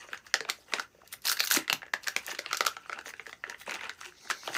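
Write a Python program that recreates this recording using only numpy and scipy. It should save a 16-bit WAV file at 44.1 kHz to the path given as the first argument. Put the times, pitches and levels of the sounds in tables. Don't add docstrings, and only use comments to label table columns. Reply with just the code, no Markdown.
import sys
import numpy as np
from scipy import signal
from scipy.fft import rfft, irfft
from scipy.io import wavfile
from scipy.ndimage import uniform_filter1d

SR = 44100
rng = np.random.default_rng(int(sys.argv[2]) if len(sys.argv) > 2 else 0)


def convert_level_to_amplitude(level_db):
    exponent = np.asarray(level_db, float) / 20
    return 10 ** exponent


def file_out(sig):
    cols = np.atleast_2d(sig).T
    lim = np.clip(cols, -1, 1)
    pcm = np.round(lim * 32767).astype(np.int16)
    wavfile.write(sys.argv[1], SR, pcm)


N = 201563


def unit(x):
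    return x / np.sqrt(np.mean(x ** 2))


def band(x, lo_hz, hi_hz, order=3):
    sos = signal.butter(order, [lo_hz, hi_hz], "bandpass", fs=SR, output="sos")
    return signal.sosfilt(sos, x)


def tint(x, points):
    hz, db = np.transpose(points)
    grid = np.maximum(np.fft.rfftfreq(8192, 1 / SR), 1)
    ceps = irfft(np.log(convert_level_to_amplitude(np.interp(np.log(grid), np.log(hz), db))))
    ceps[1:4096] *= 2
    ceps[4097:] = 0
    response = irfft(np.exp(rfft(ceps)))
    return signal.fftconvolve(x, response)[:len(x)]


def fade(t, t60):
    return np.exp(-np.log(1000) * t / t60)


def place(times, shapes):
    out = np.zeros(N + shapes.shape[1])
    starts = (times * SR).astype(int)[:, None]
    np.add.at(out, starts + np.arange(shapes.shape[1]), shapes)
    return out[:N]


def set_peaks(shapes, db):
    return shapes * (convert_level_to_amplitude(db) / np.abs(shapes).max(axis=1))[:, None]


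def walk(rate):
    hold = int(SR / rate)
    steps = np.repeat(rng.standard_normal(N // hold + 1), hold)[:N]
    return unit(uniform_filter1d(steps, hold))


# [dB per Hz, relative]
HUSH_COLOUR = [(22, -17), (40, -11), (55, 3), (110, -0.5), (400, -4.5), (900, -14), (1850, -12),
               (3200, -34), (6000, -13.5), (9000, -30.5), (15500, -21.5), (16000, -59)]


def hush():
    return unit(tint(rng.standard_normal(N), HUSH_COLOUR)) * convert_level_to_amplitude(-67)


# pitch_hz, t60_s
ROOM_DECAY = [(200, 0.21), (530, 0.19), (1400, 0.17), (3700, 0.14), (9700, 0.14)]


def room(x, wet_db, gap_s=0.0038):
    t = np.arange(SR // 3) / SR
    hz, t60 = np.transpose(ROOM_DECAY)
    tail = 0
    for mid_hz in 140 * 2 ** np.arange(7):
        widen = 1 + (mid_hz > 8000)
        hi_hz = min(mid_hz * 2 ** .5 * widen, 20000)
        noise = band(rng.standard_normal(len(t)), mid_hz / 2 ** .5, hi_hz)
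        tail = tail + noise * fade(t, np.interp(np.log(mid_hz), np.log(hz), t60))
    tail = tail * np.clip(t / gap_s - 1, 0, 1)
    tail = tail / np.sqrt(np.sum(tail ** 2))
    return x + convert_level_to_amplitude(wet_db) * signal.fftconvolve(x, tail)[:N]


def shares(db, sharp_db, sparkle_db, sparkle_slope, thump_db, thump_slope):
    crack = db + sharp_db
    sparkle = db + sparkle_db + sparkle_slope * sharp_db
    thump = db + thump_db + thump_slope * sharp_db
    return crack, db, sparkle, thump


# low_hz, high_hz
BANDS_HZ = [(3200, 9400), (950, 2900), (9000, 16000), (200, 900)]
BAND_SLOPES_DB = [1, -0.13, -0.89, -0.93]


def crackle(gains, rate, scatter_db, smooth, patchy_db):
    chance = rng.random((N, 2))
    tick_db = np.minimum(-scatter_db * np.log(chance[:, 1] + 1e-9), 4 * scatter_db)
    ticks = (chance[:, 0] < rate / SR) * convert_level_to_amplitude(tick_db)
    kick = np.sign(chance[:, 0] * SR / rate - .5)
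    out = 0
    for edges, gain, slope_db in zip(BANDS_HZ, gains, BAND_SLOPES_DB):
        noise = rng.standard_normal(N)
        rub = unit(ticks * (noise + kick)) + smooth * noise
        cuts = np.geomspace(*edges, 5)
        patches = 0
        for lo, hi in zip(cuts, cuts[1:]):
            swell_db = patchy_db * walk(rate=50.0) + slope_db * np.log2(lo / edges[0])
            patches = patches + convert_level_to_amplitude(swell_db) * band(rub, lo, hi, order=2)
        out = out + gain * unit(patches)
    return out


# time_s, level_db
SLIDE = [
    (4.08, -82),
    (4.27, -62),
    (4.44, -60),
    (4.57, -68),
]
# pitch_hz, width_hz, level_db
SLIDE_MODES = [(2150, 290, -13.5), (4080, 940, -7.5), (5900, 1300, -5), (8600, 1500, -11)]


def slide():
    s, db = np.transpose(SLIDE)
    noise = rng.standard_normal(N)
    hiss = 0
    for hz, width_hz, mode_db in SLIDE_MODES:
        hiss = hiss + convert_level_to_amplitude(mode_db) * unit(band(noise, hz - width_hz / 2, hz + width_hz / 2))
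    level_db = np.interp(np.arange(N) / SR, s, db, left=-120)
    return unit(hiss) * convert_level_to_amplitude(level_db + 7.5)


# time_s, effort_db, sharpness_db
RUSTLE = [(0.0, -41.5, -1), (.22, -51.5, -6), (.69, -55, 6), (.83, -71.5, 0), (1.12, -49, -2),
          (1.28, -78, -5), (1.42, -44, -32), (1.551, -27, 6.5), (1.78, -69.5, -21.5), (2.19, -54.5, 4.5),
          (2.52, -38.5, -8), (2.74, -46.5, 1.5), (3.14, -51.5, -4.5), (3.28, -62, 5.5), (3.84, -43, -8),
          (3.97, -46.5, -4.5), (4.4, -61.5, 12.5), (4.57, -53, -19)]
# sparkle_db, slope [dB per dB of sharpness], thump_db, slope [dB per dB]
RUSTLE_EDGES = (-9.5, 2.2, -8.5, 2.2)


def rustle():
    s, effort_db, sharp_db = np.transpose(RUSTLE)
    t = np.arange(N) / SR
    grip_db = 3.0 * walk(rate=25.)
    gains = []
    for db in shares(effort_db, sharp_db, *RUSTLE_EDGES):
        gains.append(convert_level_to_amplitude(np.interp(t, s, db) - 14.5 + grip_db + 2.5 * walk(rate=46.0)))
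    return crackle(gains, rate=630.0, scatter_db=3.0, smooth=1.0, patchy_db=3.)


# start_s, level_db, pitch_hz, t60_s
THUDS = [(1.57, -25, 300, .03), (1.581, -30, 240, .025), (1.576, -30, 150, .05), (1.728, -32, 150, .05),
         (1.745, -40, 250, .035), (2.768, -55, 1340, .12), (.785, -40, 260, .04), (4.49, -40, 330, .05),
         (2.5, -41, 135, .07), (4.062, -48, 360, .16), (2.168, -38, 270, .04), (3.68, -39, 210, .05),
         (.405, -40, 270, .04), (3.495, -48, 950, .12), (0.408, -40, 150, .06), (2.165, -40, 170, .06),
         (4.5, -38, 140, .08)]


def thuds():
    s, db, hz, t60 = np.transpose(THUDS)
    t = np.arange(9000) / SR
    soft_start = 1 - np.exp(-t / 0.0079)
    ring = np.sin(2 * np.pi * hz[:, None] * t) * fade(t, t60[:, None]) * soft_start
    return place(s, set_peaks(ring, db)) * convert_level_to_amplitude(3. * walk(rate=60.))


# start_s, peak_db, pitch_hz
POPS = [(.043, -46, 504), (.086, -44, 555), (.119, -44, 496), (0.406, -31, 440), (0.45, -38, 600),
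        (0.584, -48, 590), (0.733, -32.5, 920), (0.796, -32.5, 950), (0.946, -49, 490), (0.985, -50.5, 514),
        (1.032, -47, 650), (1.725, -22.5, 940), (1.829, -39.5, 736), (1.862, -45.5, 466), (1.935, -22, 917),
        (2.16, -31, 830), (2.285, -37.5, 604), (2.33, -38, 320), (2.388, -29, 525), (2.605, -29, 540),
        (3.067, -39, 473), (3.273, -41.5, 452), (3.476, -42.5, 380), (3.678, -30, 520), (3.729, -42, 926),
        (4.298, -25.5, 910), (4.477, -26.5, 650), (4.519, -44, 820)]


def pops():
    s, db, hz = np.transpose(POPS)
    t = np.arange(2200) / SR
    turn = 2 * np.pi * hz[:, None] * t
    luck = rng.random((len(s), 2))
    near_mode = np.sin(turn * (0.975 + 0.22 * luck[:, :1]))
    low_mode = np.sin(turn * (0.64 + 0.22 * luck[:, 1:]))
    ring = np.sin(turn) + 0.77 * near_mode + 0.77 * low_mode
    ring = ring * fade(t * hz[:, None], 7.) * (1 - np.exp(-t / 0.011))
    return place(s + .0022, set_peaks(ring, db + 2.5))


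# start_s, length_s, panel_db, sharpness_db
RIPS = [(0.006, 0.054, -53.5, -4.5), (0.114, 0.049, -48.5, -3), (0.251, 0.035, -53.5, 0.5),
        (0.485, 0.014, -33.5, -10), (0.565, 0.048, -84.5, 15), (0.685, 0.16, -53, -3.5),
        (0.747, 0.047, -50, -3), (1.12, 0.022, -52.5, 9.5), (1.244, 0.092, -42.5, 7),
        (1.333, 0.059, -53.5, 3.5), (1.423, 0.038, -56.5, 10.5), (1.503, .075, -39.5, 7),
        (2.01, 0.26, -58, 0.5), (2.263, 0.073, -44, 0), (2.523, 0.053, -54, -4),
        (2.957, 0.046, -49.5, -15.5), (3.046, 0.066, -48, 0), (3.243, 0.082, -58, 0.5),
        (3.455, 0.075, -49, -9.5), (3.589, 0.042, -53, 5), (3.664, .11, -43, -5.5),
        (3.772, 0.12, -49.5, -8), (3.979, 0.13, -55, -0.5), (4.292, 0.027, -39.5, 1), (4.426, 0.11, -51, 0),
        (4.534, 0.053, -37, -1.5)]
# sparkle_db, slope [dB per dB of sharpness], thump_db, slope [dB per dB]
RIP_EDGES = (0.5, 2, -4.5, -0.57)


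def rips():
    s, length, panel_db, sharp_db = np.transpose(RIPS)[:, :, None]
    levels = shares(panel_db, sharp_db, *RIP_EDGES)
    t = np.arange(N) / SR
    edge_s = np.minimum(0.013 * convert_level_to_amplitude(0.53 * (-37.5 - levels[0])), length)
    on = np.clip(np.minimum((t - s) / 1.94, s + length - t) / edge_s + .5, 0, 1) ** 2
    jerk_db = 1.08 * walk(rate=420.0)
    gains = [convert_level_to_amplitude(jerk_db + 2.0 * walk(rate=100.0)) * (convert_level_to_amplitude(db[:, 0]) @ on) for db in levels]
    return crackle(gains, rate=2000., scatter_db=4.5, smooth=0.5, patchy_db=1.8)


def ticks(table, cycles, rise, fizz, trim_db):
    s, db, hz = np.transpose(table)
    lead = 120
    t = (np.arange(600) - lead) / SR
    turns = hz[:, None] * t
    luck = rng.random((len(s), 2))
    swell = np.where(turns < 0, np.exp(-(turns / rise) ** 2), fade(np.maximum(turns, 0), cycles))
    flip = (luck[:, :1] > .5) / 2
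    ring = np.sin(2 * np.pi * (turns + 0.21 + flip))
    ring = ring + 0.16 * np.sin(2 * np.pi * turns * (1.19 + 1.4 * luck[:, 1:]))
    speck = np.diff(rng.standard_normal((len(s), len(t) + 1))) * np.exp(-np.abs(t) / 0.00018)
    return place(s - lead / SR, set_peaks(ring * swell + fizz * speck, db + trim_db))


# start_s, peak_db, pitch_hz
FIBRES = [(1.2543, -18, 4080), (1.2575, -12.5, 5900), (1.2602, -25, 4610), (1.2642, -24, 5600),
          (1.2699, -12, 4270), (1.2754, -39, 4500), (1.2783, -28, 5680), (1.2814, -19, 4350),
          (1.2857, -17, 4290), (1.2937, -7.5, 5400), (1.2968, -8, 5530), (1.303, -15, 7300),
          (1.3061, -15, 5940), (1.3168, -21, 9970), (1.3242, -16, 4290), (1.3282, -22, 5060),
          (1.3315, -17, 4690), (1.3697, -31, 5100), (1.3745, -21, 4260), (1.3921, -19, 4330),
          (1.3964, -11.5, 4460), (1.4, -15.5, 4130), (1.4049, -4.5, 4230), (1.4086, -9, 4080),
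          (1.4111, -18, 4240), (1.4165, -28, 3680), (1.4287, -21, 4200), (1.4313, -17, 4110),
          (1.4354, -17, 4130), (1.4389, -14.5, 4180), (1.4431, -24, 4370), (1.4512, -16, 6980),
          (1.4601, -15, 5560), (1.4742, -17, 5640), (1.479, -27, 4640), (1.4835, -26, 3830),
          (1.5021, -34, 4840), (1.505, -15, 5280), (1.512, -29, 4300), (1.5155, -27, 3960),
          (1.5193, -6.5, 7340), (1.5221, -16, 5840), (1.5269, -19, 4430), (1.5339, -13, 4200),
          (1.5383, -7, 8070), (1.5412, -1, 8070), (1.544, -24, 4350), (1.5471, -28, 4300),
          (1.5552, -18, 4050), (1.561, -31, 5790), (1.5647, -17, 4100), (1.5672, -9.5, 6400),
          (1.5711, -12, 4050), (1.5762, -22, 4300), (1.5949, -32, 4160)]
# start_s, peak_db, pitch_hz
FACETS = [(0.1316, -22.5, 3020), (0.3411, -14, 4100), (0.3454, -32, 3270), (0.3562, -16.5, 3000),
          (0.3736, -30, 3230), (0.4066, -19.5, 4060), (0.4891, -31, 4570), (0.4988, -10, 4130),
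          (0.5058, -24, 3670), (0.276, -38, 5860), (0.7368, -19, 4400), (0.7482, -40, 5570),
          (0.7524, -27, 3120), (0.7837, -40, 4100), (0.7958, -17, 5900), (0.802, -28, 4300),
          (1.0769, -38.5, 5500), (1.1278, -12, 11330), (1.1372, -41, 4390),
          (1.6795, -34, 4180), (1.6988, -33, 3060), (1.7119, -37, 3800), (1.7287, -4.5, 6720),
               (1.7366, -21, 5770), (1.747, -30, 7100), (1.938, -32, 3700), (2.041, -31, 4050),
               (2.0727, -14.5, 7460), (2.082, -12, 5670), (2.0941, -29, 3530), (2.1627, -27, 4100),
               (2.179, -33, 4260), (2.2655, -19.5, 6950), (2.2861, -30, 5770), (2.303, -26, 6140),
               (2.306, -20.5, 4900), (2.31, -25, 6140), (2.3498, -25, 3100), (2.3875, -24, 4280),
               (2.4634, -31, 3050), (2.513, -27, 3080), (2.5311, -16, 3970), (2.5361, -20, 3400),
               (2.5468, -20, 6330), (2.5521, -21, 5340), (2.5706, -14, 7500), (2.577, -25, 5380),
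               (2.6062, -27, 4500), (2.6139, -25, 5300), (2.623, -20, 3680), (2.651, -35, 5700),
               (2.6662, -11.5, 3870), (2.678, -13, 3430), (2.6825, -18.5, 3100), (2.768, -25, 3040),
               (2.9906, -31, 3930), (3.0918, -27, 6400), (3.181, -49, 5300), (3.4977, -22.5, 5700),
               (3.6784, -38, 3100), (3.696, -24, 4080), (3.7093, -31, 5050), (3.743, -21, 3600),
               (3.8107, -29.5, 3790), (3.8418, -22, 3160), (3.895, -20.5, 3730), (4.012, -44, 3200),
               (4.0554, -31, 6520), (4.3008, -21, 3660), (4.3078, -19, 5800), (4.3124, -19, 6000),
               (4.3178, -19.5, 3170), (4.3318, -29, 3380), (4.4767, -18, 3100), (4.5518, -17.5, 3200),
               (4.5583, -22, 3220), (4.5666, -33, 4090)]
# start_s, peak_db, pitch_hz
DENTS = [(2.2919, -27, 1300), (2.3298, -28, 2130), (2.4153, -45, 1820), (2.472, -40, 1340),
         (2.5188, -28, 1050), (2.6205, -40, 1460), (2.6453, -30, 720), (2.6824, -19, 1130),
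         (2.7269, -40, 1280), (2.9242, -25, 1720), (3.0812, -26.5, 1830), (3.0928, -29, 2240),
         (3.1055, -27, 2020), (3.2041, -41, 1990), (3.259, -32, 1900), (3.4666, -30, 1440),
         (3.5087, -39, 1710), (3.5265, -28.5, 1490), (3.6144, -31, 2200), (3.6666, -30, 1750),
         (3.7314, -27, 2150), (3.7696, -34, 1350), (3.7765, -36, 1400), (3.8177, -36, 1380),
         (3.9024, -27, 2010), (3.9154, -33, 1850), (4.0336, -30, 1870), (4.1232, -37.5, 1610),
         (4.2739, -31.5, 1570), (4.3244, -36, 1200), (4.4333, -32, 1870), (4.4911, -25, 1590),
         (4.5041, -22.5, 750), (4.5227, -33, 1660), (4.5337, -30, 1830)]
FLICK_CYCLES = (14., 16., 12.)


def flicks():
    fibre_cycles, facet_cycles, dent_cycles = FLICK_CYCLES
    fibres = ticks(FIBRES, fibre_cycles, rise=0.91, fizz=0.78, trim_db=-1.5)
    facets = ticks(FACETS, facet_cycles, rise=0.58, fizz=0.26, trim_db=-4.0)
    dents = ticks(DENTS, dent_cycles, rise=0.57, fizz=0.046, trim_db=-7.0)
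    return fibres + facets + dents


# start_s, ring_db, pitch_hz, sharpness_db
GRIP = [(.0877, -37, 1590, -20), (.1323, -21, 1620, -30), (.1446, -28, 1640, -32), (.1748, -36.5, 2160, 1),
        (.2662, -37, 1760, 2), (.3411, -7.5, 1865, 3), (.406, -22, 1760, -1.5), (.4499, -27.5, 2420, -13),
        (.4896, -20.5, 1193, -9), (.499, -15.5, 2100, 8.5), (.7226, -28, 1200, -14),
        (.7369, -8.5, 2460, -1), (.7842, -22.5, 1450, -8), (.7969, -20, 1487, 4.5), (.8252, -42, 1620, 4),
        (.949, -55.5, 1020, -17), (1.0165, -41.5, 1100, -9), (1.0765, -58, 1910, 24.5),
        (1.1265, -37.5, 1950, 9), (1.1371, -28, 1980, -2), (1.2197, -70.5, 1920, 31.5),
        (1.231, -55, 2480, 9)]
# start_s, ring_db, pitch_hz, sharpness_db
TEAR = [(1.276, -29, 1960, 14.5), (1.2826, -24, 1710, 11), (1.2976, -22, 1420, 10.5),
        (1.3159, -20, 1435, 10), (1.3237, -23, 1650, 8), (1.37, -27.5, 1600, 4.5), (1.391, -26, 2430, -5),
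        (1.398, -31.5, 1460, 10.5), (1.4039, -9, 2390, 2), (1.428, -48, 2030, 21), (1.439, -22, 1550, 0),
        (1.46, -37, 2210, 13), (1.4733, -24.5, 2170, 10), (1.4782, -43, 2590, 21.5),
        (1.5022, -31, 1580, 14), (1.5116, -13.5, 1570, 6.5), (1.5224, -24.5, 1680, 15),
        (1.537, -35, 1680, -12), (1.5634, -17.5, 1400, 8), (1.5697, -16, 2060, 0),
        (1.6792, -21.5, 2000, -4.5), (1.699, -7, 2710, -2.5), (1.7286, -9.5, 2620, 3)]
# start_s, ring_db, pitch_hz, sharpness_db
TURN = [(1.8193, -30.5, 1630, -14), (1.83, -29, 1740, -16), (1.854, -41, 2210, -19),
        (1.8647, -38, 2000, -5), (1.881, -40.5, 1780, -20), (1.9354, -23.5, 1450, -0.5),
        (1.938, -12, 1740, -2.5), (2.033, -43.5, 2690, 10.5), (2.0427, -34, 2600, 6.5),
        (2.068, -28, 1680, -9), (2.073, -19, 1790, -0.5), (2.0827, -17, 1650, 5.5), (2.124, -42, 1790, -16),
        (2.1644, -9.5, 2334, 1.5), (2.1877, -33.5, 2330, 2.5), (2.2456, -47, 2190, 7),
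        (2.2646, -56, 2690, 26), (2.28, -28, 1780, -5), (2.3141, -25.5, 1780, -13),
        (2.3484, -28.5, 1910, -0.5), (2.3905, -17.5, 2070, 1), (2.461, -17.5, 2720, -12),
        (2.511, -25, 1360, -3), (2.5301, -14.5, 1340, 1.5), (2.5457, -21.5, 1420, 1),
        (2.5713, -30.5, 1640, 12), (2.6075, -8.5, 1280, 1.5), (2.65, -24, 1240, 4),
        (2.6634, -19.5, 2550, 5), (2.6669, -12, 1330, 7.5)]
# start_s, ring_db, pitch_hz, sharpness_db
FEEL = [(2.7666, -25.5, 1445, -8.5), (2.8596, -37.5, 1320, -27), (2.8959, -21.5, 1300, -8),
        (2.9171, -33, 2200, -5), (2.9286, -22.5, 1410, -10), (2.9742, -35, 1340, -21),
        (2.9881, -25, 1580, -6.5), (3.011, -37, 1450, 0), (3.0584, -30, 1900, -12),
        (3.138, -27.5, 1630, -10), (3.196, -26, 2160, -22), (3.266, -30, 1760, -5), (3.2941, -32, 1860, -7),
        (3.3287, -26.5, 1986, -11.5), (3.439, -20, 1830, -46), (3.476, -37, 1800, -15),
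        (3.4977, -27, 1800, 4.5), (3.5445, -29.5, 1930, -33)]
# start_s, ring_db, pitch_hz, sharpness_db
EMPTY = [(3.6785, -26.5, 980, -22), (3.695, -22, 2220, -4), (3.7099, -24, 2100, 4),
         (3.7407, -27.5, 2360, 4), (3.755, -23.5, 2200, -21), (3.8098, -26, 2080, -21),
         (3.8334, -27.5, 1980, -10), (3.8415, -32.5, 1150, -9), (3.8946, -24.5, 1570, -5),
         (4.0121, -28.5, 1345, 1), (4.056, -33, 2250, 0), (4.25, -47, 1500, -10), (4.301, -18, 1260, -1),
         (4.311, -17.5, 1600, -2.5), (4.4324, -35, 1030, -14), (4.4763, -22.5, 954, -5),
         (4.551, -18.5, 1920, -19), (4.5665, -15, 2040, -1)]
# sparkle_db, thump_db [both against the ring]
HOLD_DB = [
    (-15.5, -17.5),
    (-6.5, -22.5),
    (-8, -19),
    (-9.5, -14.5),
    (-11, -19.5),
]


def snaps():
    actions = GRIP, TEAR, TURN, FEEL, EMPTY
    s, db, hz, sharp_db = np.transpose(sum(actions, []))
    fizz_db, hollow_db = np.repeat(HOLD_DB, [len(a) for a in actions], axis=0).T
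    crack_db, ring_db, sparkle_db, thump_db = shares(db, sharp_db, fizz_db, 1.71, hollow_db, 0.013)
    lead = 100
    t = (np.arange(1400) - lead) / SR
    luck = rng.random((len(s), 9))
    creak_s = 0.00012 + 0.0005 * luck[:, 2:3] ** 2
    burst = rng.standard_normal((len(s), len(t))) * np.exp(np.minimum(t, 0) / creak_s)
    grains = rng.standard_normal((len(s), len(t) // 20))
    burst *= convert_level_to_amplitude(4. * np.repeat(grains, 20, axis=1))
    burst[:, lead] += np.clip(9 + .3 * db, 0, 6)
    t = np.maximum(t, 0)
    crack = band(burst * (fade(t, 0.0013) + 0.4 * fade(t, 0.035)), *BANDS_HZ[0])
    sparkle = band(burst * (fade(t, 0.01) + 0.11 * fade(t, 0.021)), *BANDS_HZ[2])
    turn = 2 * np.pi * hz[:, None] * t * (1.04 - 12. * t)
    ring = np.sin(turn) + 0.39 * np.sin(turn * (0.601 + 0.27 * luck[:, :1]))
    ring = ring + 0.51 * np.sin(turn * (0.983 + 0.78 * luck[:, 7:8]))
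    cycles = t * hz[:, None]
    ring = ring * (np.exp(-(cycles / (3.2 + 1.6 * luck[:, 1:2])) ** 2) + .2 * fade(cycles, 25))
    rise_s = 0.0001 * convert_level_to_amplitude(-1.1 * np.clip(db + 10, -18, 0))[:, None]
    ring = ring * (1 - np.exp(-t / rise_s))
    rough = convert_level_to_amplitude(0.087 * np.clip(sharp_db, -30, 0))[:, None]
    ring = ring + rough * band(burst * fade(t, .02), *BANDS_HZ[1])
    thump = band(burst * fade(t, 0.047), *BANDS_HZ[3])
    shape = set_peaks(crack, crack_db - 3.0) + set_peaks(ring, ring_db - 4.0)
    shape = shape + set_peaks(sparkle, sparkle_db + 0.088) + set_peaks(thump, thump_db)
    return place(np.maximum(s - lead / SR, 0), shape)


# pitch_hz, level_db
COLOUR = [(100, -21.5), (400, -2.5), (1050, -2), (1300, 5), (1900, 4.5), (3300, -1.5), (4200, 3.5),
          (7000, 0.5), (8500, -8.5), (10500, -10), (13300, -6), (15500, -13), (16200, -69)]


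def scene():
    paper = snaps() + rips() + rustle() + slide() + thuds() + pops() + flicks()
    paper = tint(room(paper, wet_db=-10.0), COLOUR)
    return (paper + hush())[None]


def band_limit(x):
    return signal.sosfilt(signal.butter(12, 16840, fs=SR, output="sos"), x)


def record(dry):
    return band_limit(dry)


dry = scene()
out = record(dry)
file_out(out)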